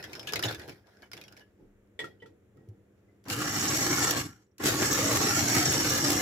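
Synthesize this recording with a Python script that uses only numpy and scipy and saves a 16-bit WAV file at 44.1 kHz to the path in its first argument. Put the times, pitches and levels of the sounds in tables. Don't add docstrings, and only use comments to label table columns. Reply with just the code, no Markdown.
import sys
import numpy as np
from scipy import signal
from scipy.fft import rfft, irfft
from scipy.io import wavfile
from scipy.ndimage import uniform_filter1d

SR = 44100
rng = np.random.default_rng(int(sys.argv[2]) if len(sys.argv) > 2 else 0)


def undo_db(level):
    steps = np.asarray(level, float) / 20
    return 10 ** steps


def put_to_file(sound):
    columns = np.atleast_2d(sound).T
    safe = np.clip(columns, -1, 1)
    whole_steps = np.round(safe * 32767)
    wavfile.write(sys.argv[1], SR, whole_steps.astype(np.int16))


N = 273861

# (down [s], up [s], jolt [dB])
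PRESSES = [
    (3.244, 4.12, -43),
    (4.586, 6.3, -34),
]


def evened(x):
    return x / np.sqrt(np.mean(x ** 2) + 1e-20)


def read(points, hz):
    f, value = np.transpose(points)
    return np.interp(np.log(hz + 1), np.log(f + 1), value)


def humps_db(modes, hz):
    power = sum(undo_db(db) ** 2 / (1 + (2 * (hz - f) / w) ** 2) ** 2 for f, w, db in modes)
    return 10 * np.log10(power)


def bells_db(modes, hz):
    return sum(db / (1 + (2 * (hz - f) / w) ** 2) for f, w, db in modes)


def onset(t, rise):
    return 1 - np.exp(-t / rise)


def add(mix, s, sound, pan_db):
    part = mix[:, round(s * SR):][:, :sound.shape[-1]]
    sides = undo_db(np.array([[pan_db / 2], [-pan_db / 2]]))
    part += (sides * sound)[:, :part.shape[1]]


def white():
    return rng.standard_normal((2, N))


def flicker(per_s, depth_db):
    slow = uniform_filter1d(rng.standard_normal(N), size=60)
    slow = signal.lfilter([1], [1, -np.exp(-2 * np.pi * per_s / SR)], slow)
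    return undo_db(depth_db * evened(slow))


def grains(per_s, spread_db, wash):
    size = undo_db(spread_db * np.minimum(rng.exponential(1, N), 4))
    size = size * (rng.random(N) < per_s / SR)
    return (evened(size) + wash) * white()


def ports(pair, shape_db, size, patchy_db=0., bins=5, frames=8):
    # (frequency [Hz], coherence [0-1])
    likeness = [(60, 0.92), (150, 0.97), (300, 0.96), (640, 0.38), (1400, 0.48), (3100, 0.18), (7000, 0.14),
                (15000, 0.31)]
    # (frequency [Hz], phase [rad])
    lead = [(300, .1), (1400, 0.66), (2500, 2.3), (6600, 14), (13400, 22)]
    # (frequency [Hz], level [dB])
    tilt = [(60, 3.5), (300, -1.5), (1300, 0.5), (3000, 0), (9000, -1.5), (15000, 8)]
    hz, t, z = signal.stft(pair, SR, nperseg=size)
    same = np.clip(read(likeness, hz), -1, 1)[:, None]
    late = np.exp(1j * read(lead, hz))[:, None]
    z = np.array([z[0], same * late * z[0] + np.sqrt(1 - same ** 2) * z[1]])
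    side_db = np.array([.5, -.5])[:, None] * read(tilt, hz)
    patches = uniform_filter1d(rng.standard_normal(z.shape[1:]), size=bins, axis=0)
    patches = evened(uniform_filter1d(patches, size=frames, axis=1))
    z *= undo_db((shape_db(hz) + side_db)[..., None] + patchy_db * patches)
    return evened(signal.istft(z, SR, nperseg=size)[1][:, :N])


def puff(t, hz, width, t60):
    b, a = signal.butter(1, np.clip([hz / width, hz * width], 50, 20000), "bandpass", fs=SR)
    noise = evened(signal.lfilter(b, a, rng.standard_normal((2, len(t)))))
    return noise * undo_db(-60 * t / t60)


def note(t, hz, t60, rough, twin=0.32):
    a, b = rng.random((2, 1, 1)) + .3 * rng.random((2, 2, 1))
    pair = np.sin(2 * np.pi * (hz * t + a)) + twin * np.sin(2 * np.pi * (1.025 * hz * t + b))
    return (1 - rough) * pair * undo_db(-60 * t / t60) + rough * puff(t, hz, 1.04, t60)


def kitchen_air():
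    # (frequency [Hz], density [dB per Hz])
    air = [(15, -41.5), (25, -19), (108, 6.5), (150, -19.5), (196, -3.5), (258, -7.5), (366, -2),
           (468, -5.5), (897, -23), (1870, -22), (4800, -40), (7300, -32.5), (8400, -40), (15100, -38.5),
           (16300, -52.5)]
    # (frequency [Hz], rms level [dB])
    hum_lines = [(99.5, -85), (199, -71), (293, -79)]
    t = np.arange(N) / SR
    hum = 0
    for hz, db in hum_lines:
        tone = np.sin(2 * np.pi * (hz * t + rng.random()))
        hum = hum + np.sqrt(2) * undo_db(db) * tone * flicker(4, 2.)
    return undo_db(-64) * ports(white(), lambda hz: read(air, hz), size=2048) + hum


def strokes(column):
    # (time [s], hold [s], scuff level [dB], thud level [dB], t60 [s])
    slides = [(0.001, 0.0014, -45.5, -50.5, 0.15), (0.033, 0.37, -52, -53.5, 0.9),
              (0.333, 0.051, -45.5, -43.5, 0.45), (0.449, .005, -32, -35.5, 0.19),
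              (0.504, .01, -39.5, -42, 0.3), (0.59, 0.057, -52, -52.5, 0.15),
              (0.685, .003, -44, -45.5, 0.29), (0.863, 0.2, -65, -80, .2), (1.375, 0.043, -59.5, -72, .1),
              (1.026, .005, -57, -62, 0.22), (1.144, .003, -49.5, -54.5, 0.74),
              (1.29, 0.11, -83, -65.5, .1), (1.598, 0.051, -79, -58.5, 0.28),
              (2.02, 0.019, -58, -49.5, 0.37), (2.236, .003, -87, -58.5, 0.77),
              (2.566, 0.028, -80, -59, 1.6), (2.98, .003, -75.5, -70, 0.25),
              (3.044, 0.14, -83.5, -72.5, .1)]
    rise_db_per_s = 1004
    t = np.arange(N) / SR
    power = 0
    for row in slides:
        since, hold, t60 = t - row[0], row[1], row[4]
        rise_db = rise_db_per_s * np.minimum(since, 0)
        fall_db = -60 * np.maximum(since - hold, 0) / t60
        power = power + undo_db(row[column] + rise_db + fall_db) ** 2
    return np.sqrt(power)


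def handling():
    # (frequency [Hz], density [dB per Hz])
    scuff_spectrum = [(240, -36.5), (400, 4.5), (744, 3.5), (1220, -7), (1450, 2.5), (2010, -3.5),
                      (3920, -11.5), (4500, -8.5), (5260, -10.5), (8910, -24), (10400, -21), (15100, -21.5),
                      (16300, -40.5)]
    # (frequency [Hz], width [Hz], level [dB])
    rubbed = [(1705, 42, 4), (5260, 440, -6), (11500, 2400, -16.5)]
    # (frequency [Hz], density [dB per Hz])
    thud_spectrum = [(15, -42.5), (25, -18.5), (64, -10), (114, 5.5), (227, -5), (315, 4.5), (502, -3.5),
                     (677, -25.5), (741, -11.5), (900, -19), (1170, -48), (1980, -120)]
    # (time [s], peak [dB], frequency [Hz], t60 [s], rise [s])
    bumps = [
        (.452, -27, 112, 0.24, 0.0077),
        (0.57, -42, 79, 0.22, 0.0049),
        (1.6, -47, 31, 0.8, 0.043),
        (2.683, -33, 103, 0.16, 0.0076),
        (2.54, -49, 100, 0.31, 0.024),
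    ]
    grit = grains(3000, 2.5, 1.2) * flicker(20, 1.5)
    scuff = ports(grit, lambda hz: read(scuff_spectrum, hz), size=512, patchy_db=3.)
    scuff += undo_db(-13.5) * ports(white(), lambda hz: humps_db(rubbed, hz), size=1024)
    thud = ports(white(), lambda hz: read(thud_spectrum, hz), size=2048)
    out = undo_db(-1.0) * scuff * strokes(column=2) + undo_db(1.5) * thud * strokes(column=3)
    t = np.arange(SR // 2) / SR
    for s, db, hz, t60, rise in bumps:
        add(out, s, undo_db(db - 60 * t / t60) * np.sin(2 * np.pi * hz * t) * onset(t, rise), 0)
    return out


def biscuits():
    # (time [s], peak [dB], low note [Hz], high note [Hz], t60 [s])
    tumble = [(0.027, -38.5, 1840, 5120, 0.075), (0.04, -33, 1744, 3260, 0.072),
              (0.132, -33.5, 2340, 5210, 0.044), (0.152, -36, 1506, 5310, 0.095),
              (0.195, -32, 3230, 5150, 0.036), (0.23, -40.5, 2300, 5000, 0.037),
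              (0.272, -28.5, 2900, 3370, 0.084), (0.289, -30, 2640, 3590, 0.075),
              (0.323, -28, 1690, 5250, 0.026), (0.335, -17, 1510, 5270, 0.024),
              (0.358, -21.5, 2154, 3830, 0.064), (0.393, -25.5, 1380, 5050, 0.044),
              (0.427, -26, 1756, 5190, 0.053), (0.436, -21.5, 2930, 3860, 0.076),
              (0.454, -21.5, 1660, 3660, 0.011), (0.486, -29, 1673, 4070, 0.093),
              (0.51, -32.5, 1480, 4430, 0.06), (0.526, -33, 2300, 3700, 0.043),
              (0.547, -32.5, 1700, 3480, 0.055), (0.597, -38.5, 1860, 4600, 0.054),
              (0.617, -42, 1800, 3320, 0.052), (0.694, -37.5, 2400, 5400, 0.047)]
    # (time [s], peak [dB], low note [Hz], high note [Hz])
    strays = [(0.87, -55, 1640, 5300), (0.97, -55, 1610, 5200), (1.021, -46, 1630, 4490),
              (1.116, -37, 1480, 5260), (1.133, -30.5, 2220, 4730), (1.168, -42, 2410, 5330),
              (1.176, -37.5, 1680, 3360), (1.214, -38, 2460, 3840), (1.238, -42.5, 2190, 4540),
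              (1.281, -43.5, 2870, 5400), (1.325, -46, 1430, 5230), (1.367, -46, 2290, 5240),
              (1.374, -44, 1700, 5240), (1.395, -49, 1660, 4750)]
    # (time [s], peak [dB])
    ticks = [(0.0416, -34), (0.131, -32.5), (0.196, -47), (0.272, -32), (.323, -34), (.335, -25),
             (.358, -24), (.394, -30), (.4263, -22), (0.4413, -18), (0.5475, -32), (0.5955, -35),
             (.6794, -38), (.6918, -42), (1.116, -48), (1.1325, -38), (1.214, -38), (1.324, -46),
             (1.874, -63), (4.109, -12), (4.6602, -25), (6.1188, -29)]
    # (time [s], peak [dB], frequency [Hz], t60 [s])
    rings = [(0.033, -46, 2000, 0.3), (0.28, -36.5, 1690, 0.19), (0.4, -55, 1600, 0.84),
             (0.48, -25, 3540, 0.061), (.5, -44, 4230, 0.082), (0.84, -60.5, 1660, 0.21),
             (1.028, -43, 1650, 0.056), (1.028, -47.5, 2250, 0.1), (1.029, -51, 3000, 0.08),
             (1.24, -48, 5600, 0.059), (1.24, -53, 3300, 0.11), (1.407, -49, 1700, 0.16),
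             (1.405, -54, 2940, 0.15), (2.222, -39.5, 1940, 0.069), (2.2212, -38, 457, 0.074),
             (2.572, -70.5, 1900, 0.69), (2.572, -61, 1300, 0.093), (0.092, -57, 1400, .5),
             (0.601, -51, 1650, 0.48), (.93, -65, 1675, .4), (3.08, -66, 2030, 0.23),
             (3.258, -53, 5620, 0.11), (4.443, -61, 7000, 0.043), (4.463, -72, 4100, 0.028),
             (4.512, -68, 5620, 0.063), (1.116, -39, 5100, 0.046), (.131, -43, 4300, 0.075),
             (.195, -38, 5150, 0.13), (.335, -18, 5100, 0.034), (0.45, -27.5, 6800, 0.071),
             (2.2, -57, 3050, 0.25), (2.1, -60, 1920, .3), (2.1, -63, 3300, 0.2),
             (.323, -34.5, 12800, 0.028), (.274, -44, 6500, .08), (.03, -46, 5200, .15),
             (.15, -46, 5300, .15), (4.04, -32, 1500, .08), (4.065, -28.5, 1380, .08),
             (2.225, -60, 2700, .1), (2.225, -56, 903, 0.15)]
    stray_t60, tick_t60 = 0.033, .003
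    out, t = np.zeros((2, N)), np.arange(4500) / SR
    for s, db, low_hz, high_hz, t60 in tumble + [row + (stray_t60,) for row in strays]:
        crack = undo_db(-4.0) * puff(t, 4000, 3.2, .006) + undo_db(-8.5) * puff(t, 2600, 2.3, t60)
        low = undo_db(-6.0) * note(t, low_hz, t60, 0.97)
        high = undo_db(-5.5) * note(t, high_hz, t60, 0.46)
        add(out, s, undo_db(db) * (crack + low + high) * onset(t, .0001), 1.8 * rng.standard_normal())
    t = np.arange(9000) / SR
    for s, db in ticks:
        add(out, s, undo_db(db) * puff(t[:600], 4500, 6.8, tick_t60), 0)
    fade = np.hanning(2 * len(t))[len(t):]
    for s, db, hz, t60 in rings:
        add(out, s, undo_db(db) * note(t, hz, t60, 0.29, twin=0.18) * onset(t, 0.0026) * fade, 0)
    return out


def lid():
    # (time [s], peak [dB], edge note [dB], hiss [dB], left-right [dB])
    touches = [
        (1.991, -15.5, -24, -14, 0),
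        (2.002, -17, -28, -18, -3.5),
        (2.042, -28, 7.5, -6.5, 3),
        (2.07, -40, 7, -16, -3),
        (2.221, -45, -9, -12, -7),
        (2.259, -46, 7.5, 0.5, 0),
    ]
    # (frequency [Hz], level [dB], t60 [s])
    modes = [(463, -3.5, 0.039), (920, -11.5, 0.1), (1896, -1, 0.17), (2240, -5.5, .05), (3337, 4.5, 0.039),
             (3175, -17, 0.19), (8030, -8, 0.07)]
    # (frequency [Hz], level [dB], t60 [s])
    edge_hz, edge_level_db, edge_t60 = (1350, 3.3, 0.06)
    out, t = np.zeros((2, N)), np.arange(12000) / SR
    for s, db, edge_db, hiss_db, pan_db in touches:
        sound = sum(undo_db(d) * note(t, hz, t60, .35, twin=.7) for hz, d, t60 in modes)
        sound += undo_db(edge_level_db + edge_db) * note(t, edge_hz, edge_t60, 0.16)
        sound += undo_db(hiss_db) * puff(t, 2200, 2.4, 0.16)
        add(out, s, undo_db(db - 17) * sound * onset(t, 0.00042), pan_db)
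    return out


def chips():
    # (time [s], peak [dB], centre [Hz])
    cracks = [(2.5712, -64, 7450), (2.6876, -59, 5300), (3.0294, -79.5, 5880), (3.2402, -54, 5620),
              (3.254, -52, 4000), (3.2838, -33, 5530), (3.3, -22.5, 3150), (3.5233, -30, 6500),
              (3.9908, -24, 6000), (4.02, -37, 6500), (3.7688, -32, 5550), (4.109, -14.5, 5600),
              (4.582, -41.5, 5700), (4.6384, -24, 5670), (4.6656, -17, 6580), (4.8394, -26, 5660),
              (4.9292, -18, 7690), (5.1268, -19.5, 6440), (5.15, -22, 5650), (5.55, -18, 5670),
              (5.7283, -20, 6300), (4.8269, -23, 2000), (4.99, -31, 6030), (5.0509, -31, 6000),
              (5.083, -27, 6000), (5.1712, -18, 6000), (5.3567, -33, 5740), (5.4012, -23, 6000),
              (5.4549, -28, 6100), (5.538, -23, 6500), (5.8959, -20.5, 5700), (5.9355, -23, 6500),
              (5.9787, -21, 5700), (6.104, -16, 6900), (6.118, -18.5, 7080)]
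    out, t = np.zeros((2, N)), np.arange(2000) / SR
    for s, db, hz in cracks:
        add(out, s, undo_db(db - 3.0) * puff(t, hz, 2.6, t60=0.033), 0)
    return out


def churn_db():
    # (time [s], churn [dB], 0 = full)
    curves = [
        [(3.25, -39), (3.305, -7), (3.5, -4), (3.75, -1), (4.19, -0.5), (4.262, -14.5), (4.315, -27.5),
         (4.42, -41), (4.5, -64)],
        [(4.575, -64), (4.6, -20), (4.63, -8.5), (4.642, 1.6), (4.76, 0.5), (5.0, -0.5), (5.6, 0.74),
         (6.21, -1)],
    ]
    t = np.arange(N) / SR
    return np.max([np.interp(t, *np.transpose(rows), -200, -200) for rows in curves], axis=0)


def crumb_storm():
    # (frequency [Hz], density [dB per Hz])
    storm_spectrum = [(180, -48), (300, -3.5), (586, -12), (967, -14.5), (1350, -10), (1520, -15),
                      (1740, -10), (2550, -20.5), (4980, -17.5), (5600, -15.5), (7820, -16.5),
                      (8650, -30.5), (12100, -21), (15300, -32), (16300, -51.5)]
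    # (frequency [Hz], width [Hz], lift [dB])
    glass = [(519, 60, 2.5), (807, 44, 8), (1110, 38, 6), (1390, 70, 3.5), (1684, 93, 2.5),
             (2190, 160, 4.5), (2900, 540, 4.5), (3460, 35, 10), (4400, 60, 7), (3440, 150, -6),
             (5840, 180, -10.5), (2370, 64, 1.5), (9000, 500, 1)]
    hits = grains(6000, 0.91, 1.1) * flicker(25, 1.6)
    return ports(hits, lambda hz: read(storm_spectrum, hz) + bells_db(glass, hz),
                 size=1024, patchy_db=3.2, bins=3, frames=12)


def housing_whine():
    # (frequency [Hz], width [Hz], level [dB])
    housing = [(5613, 45, 2), (5748, 70, 1), (5500, 300, -9), (6430, 130, -7), (6590, 75, -2),
               (6910, 60, -8), (7170, 90, -7), (7695, 95, -3.5), (4715, 65, -9)]
    whine = ports(white(), lambda hz: humps_db(housing, hz), size=2048, patchy_db=3., bins=8, frames=2)
    return evened(whine * flicker(40, 2.8))


def counter_rumble():
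    # (frequency [Hz], width [Hz], level [dB])
    counter = [(103.6, 25, -2), (131, 30, -1.5), (161, 130, -8.5), (237, 61, -7.5), (293.3, 31, 2),
               (353, 45, -11)]
    return ports(white() * flicker(36, 1.85), lambda hz: humps_db(counter, hz), size=2048)


def chopper():
    # (level at full churn [dB], slope [dB per dB])
    fine = (-31.5, 1.08)
    coarse = (-33, 0.93)
    shake = (-34.5, 0.89)
    whine = (-32, 0.79)
    # (time [s], length [s], grit change [dB], weight change [dB])
    lumps = [(3.328, 0.019, 6, 1), (3.768, 0.012, 4, -5), (4.142, 0.032, -6.5, -1.5),
             (4.17, 0.0093, 4.5, 4), (4.675, 0.031, 4, 0), (4.774, 0.032, -2, -3.5), (4.83, 0.021, -0.5, 6),
             (5.18, 0.16, -0.2, 2), (5.571, 0.026, 2.5, 5.5), (3.818, 0.0087, 0, 3.5),
             (3.927, 0.013, 0.5, 4), (4.2, 0.0069, 2.5, 0), (6.076, .03, 1.5, 1)]
    wind_up_s, slow_db, coast_s, coast_db = 0.18, -23, .015, -11.5
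    kick_delay_s, kick_rise_s, kick_t60, kick_crumbs_db = 0.01, 0.0093, 0.5, -1
    wobble_s = 0.019
    whine_per_grit, shake_per_weight = 0.53, 0.96

    storm, housing, rumble = crumb_storm(), housing_whine(), counter_rumble()
    low_storm = signal.sosfiltfilt(signal.butter(2, 2300, fs=SR, output="sos"), storm)
    t, churn = np.arange(N) / SR, churn_db()
    grit, weight = sum(np.outer([g, w], np.exp(-((t - s) / length) ** 2)) for s, length, g, w in lumps)

    speed_db, kick = np.zeros(N), np.zeros(N)
    for (down, up, kick_db), next_down in zip(PRESSES, [PRESSES[1][0], np.inf]):
        since = np.maximum(t - down, 0)
        speed_db += (t > down) * slow_db * np.exp(-(since / wind_up_s) ** 4)
        speed_db += (t < next_down) * coast_db * np.clip((t - up) / coast_s, 0, 1)
        late = np.maximum(since - kick_delay_s, 0)
        kick += undo_db(kick_db - 60 * late / kick_t60) * onset(late, kick_rise_s)

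    coarse_gain = undo_db(coarse[0] + coarse[1] * churn + weight)
    out = evened(storm - low_storm) * undo_db(fine[0] + fine[1] * churn + grit)
    out += evened(low_storm) * np.hypot(undo_db(kick_crumbs_db) * kick, coarse_gain)
    out += housing * undo_db(whine[0] + whine[1] * churn + whine_per_grit * grit + speed_db)
    churn = np.maximum(churn, np.interp(t - wobble_s, t, churn))
    shake_gain = undo_db(shake[0] + shake[1] * churn + shake_per_weight * weight)
    return out + rumble * np.hypot(kick, shake_gain)


def after_ring():
    # (frequency [Hz], level [dB], t60 [s])
    modes = [
        (1700, -59.5, 0.43),
        (2900, -61, 0.36),
        (5620, -58, 0.35),
        (7700, -57, 0.29),
    ]
    out, t = np.zeros((2, N)), np.arange(13000) / SR
    add(out, 4.26, sum(undo_db(db) * note(t, hz, t60, 0.34) for hz, db, t60 in modes), 0)
    return out


def room(x):
    # (frequency [Hz], t60 [s])
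    decay = [(150, 0.79), (1000, 0.088), (4000, 0.088), (12000, 0.036)]
    taps = np.zeros((2, SR // 2))
    at = np.arange(200, SR // 2 - 20, 20) + rng.integers(0, 20, (2, (SR // 2 - 201) // 20))
    np.put_along_axis(taps, at, rng.choice([-1., 1.], at.shape), axis=1)
    hz, t, z = signal.stft(taps, SR, nperseg=256)
    tail = signal.istft(z * undo_db(-60 * t / read(decay, hz)[:, None]), SR, nperseg=256)[1]
    return signal.fftconvolve(x, tail / np.linalg.norm(tail[0]), axes=1)[:, :N]


def port_colour(x):
    # (frequency [Hz], width [Hz], lift [dB])
    openings = [(8770, 1200, -16.5), (5400, 650, 1), (15520, 2900, -8), (6340, 400, -1.5)]
    hz = np.fft.rfftfreq(N, 1 / SR)
    return irfft(rfft(x) * undo_db(bells_db(openings, hz)), N)


def scene():
    hits = biscuits() + lid() + chips()
    hits = port_colour(hits + undo_db(-9.0) * room(hits))
    since = np.arange(N) / SR - PRESSES[0][0]
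    air_gain = undo_db(-5 * np.clip(since, 0, .5) * 2)
    return hits + chopper() + handling() + air_gain * kitchen_air() + after_ring()


def top_cut(x):
    return signal.sosfilt(signal.butter(12, 16480, fs=SR, output="sos"), x)


def record(dry):
    band = signal.sosfilt(signal.butter(2, 45, "highpass", fs=SR, output="sos"), dry)
    low_pass = signal.firwin(511, 16000, window=("kaiser", 9), fs=SR)
    band = signal.oaconvolve(band, low_pass[None], "same", axes=1)
    return top_cut(band)


dry = scene()
out = record(dry)
put_to_file(out)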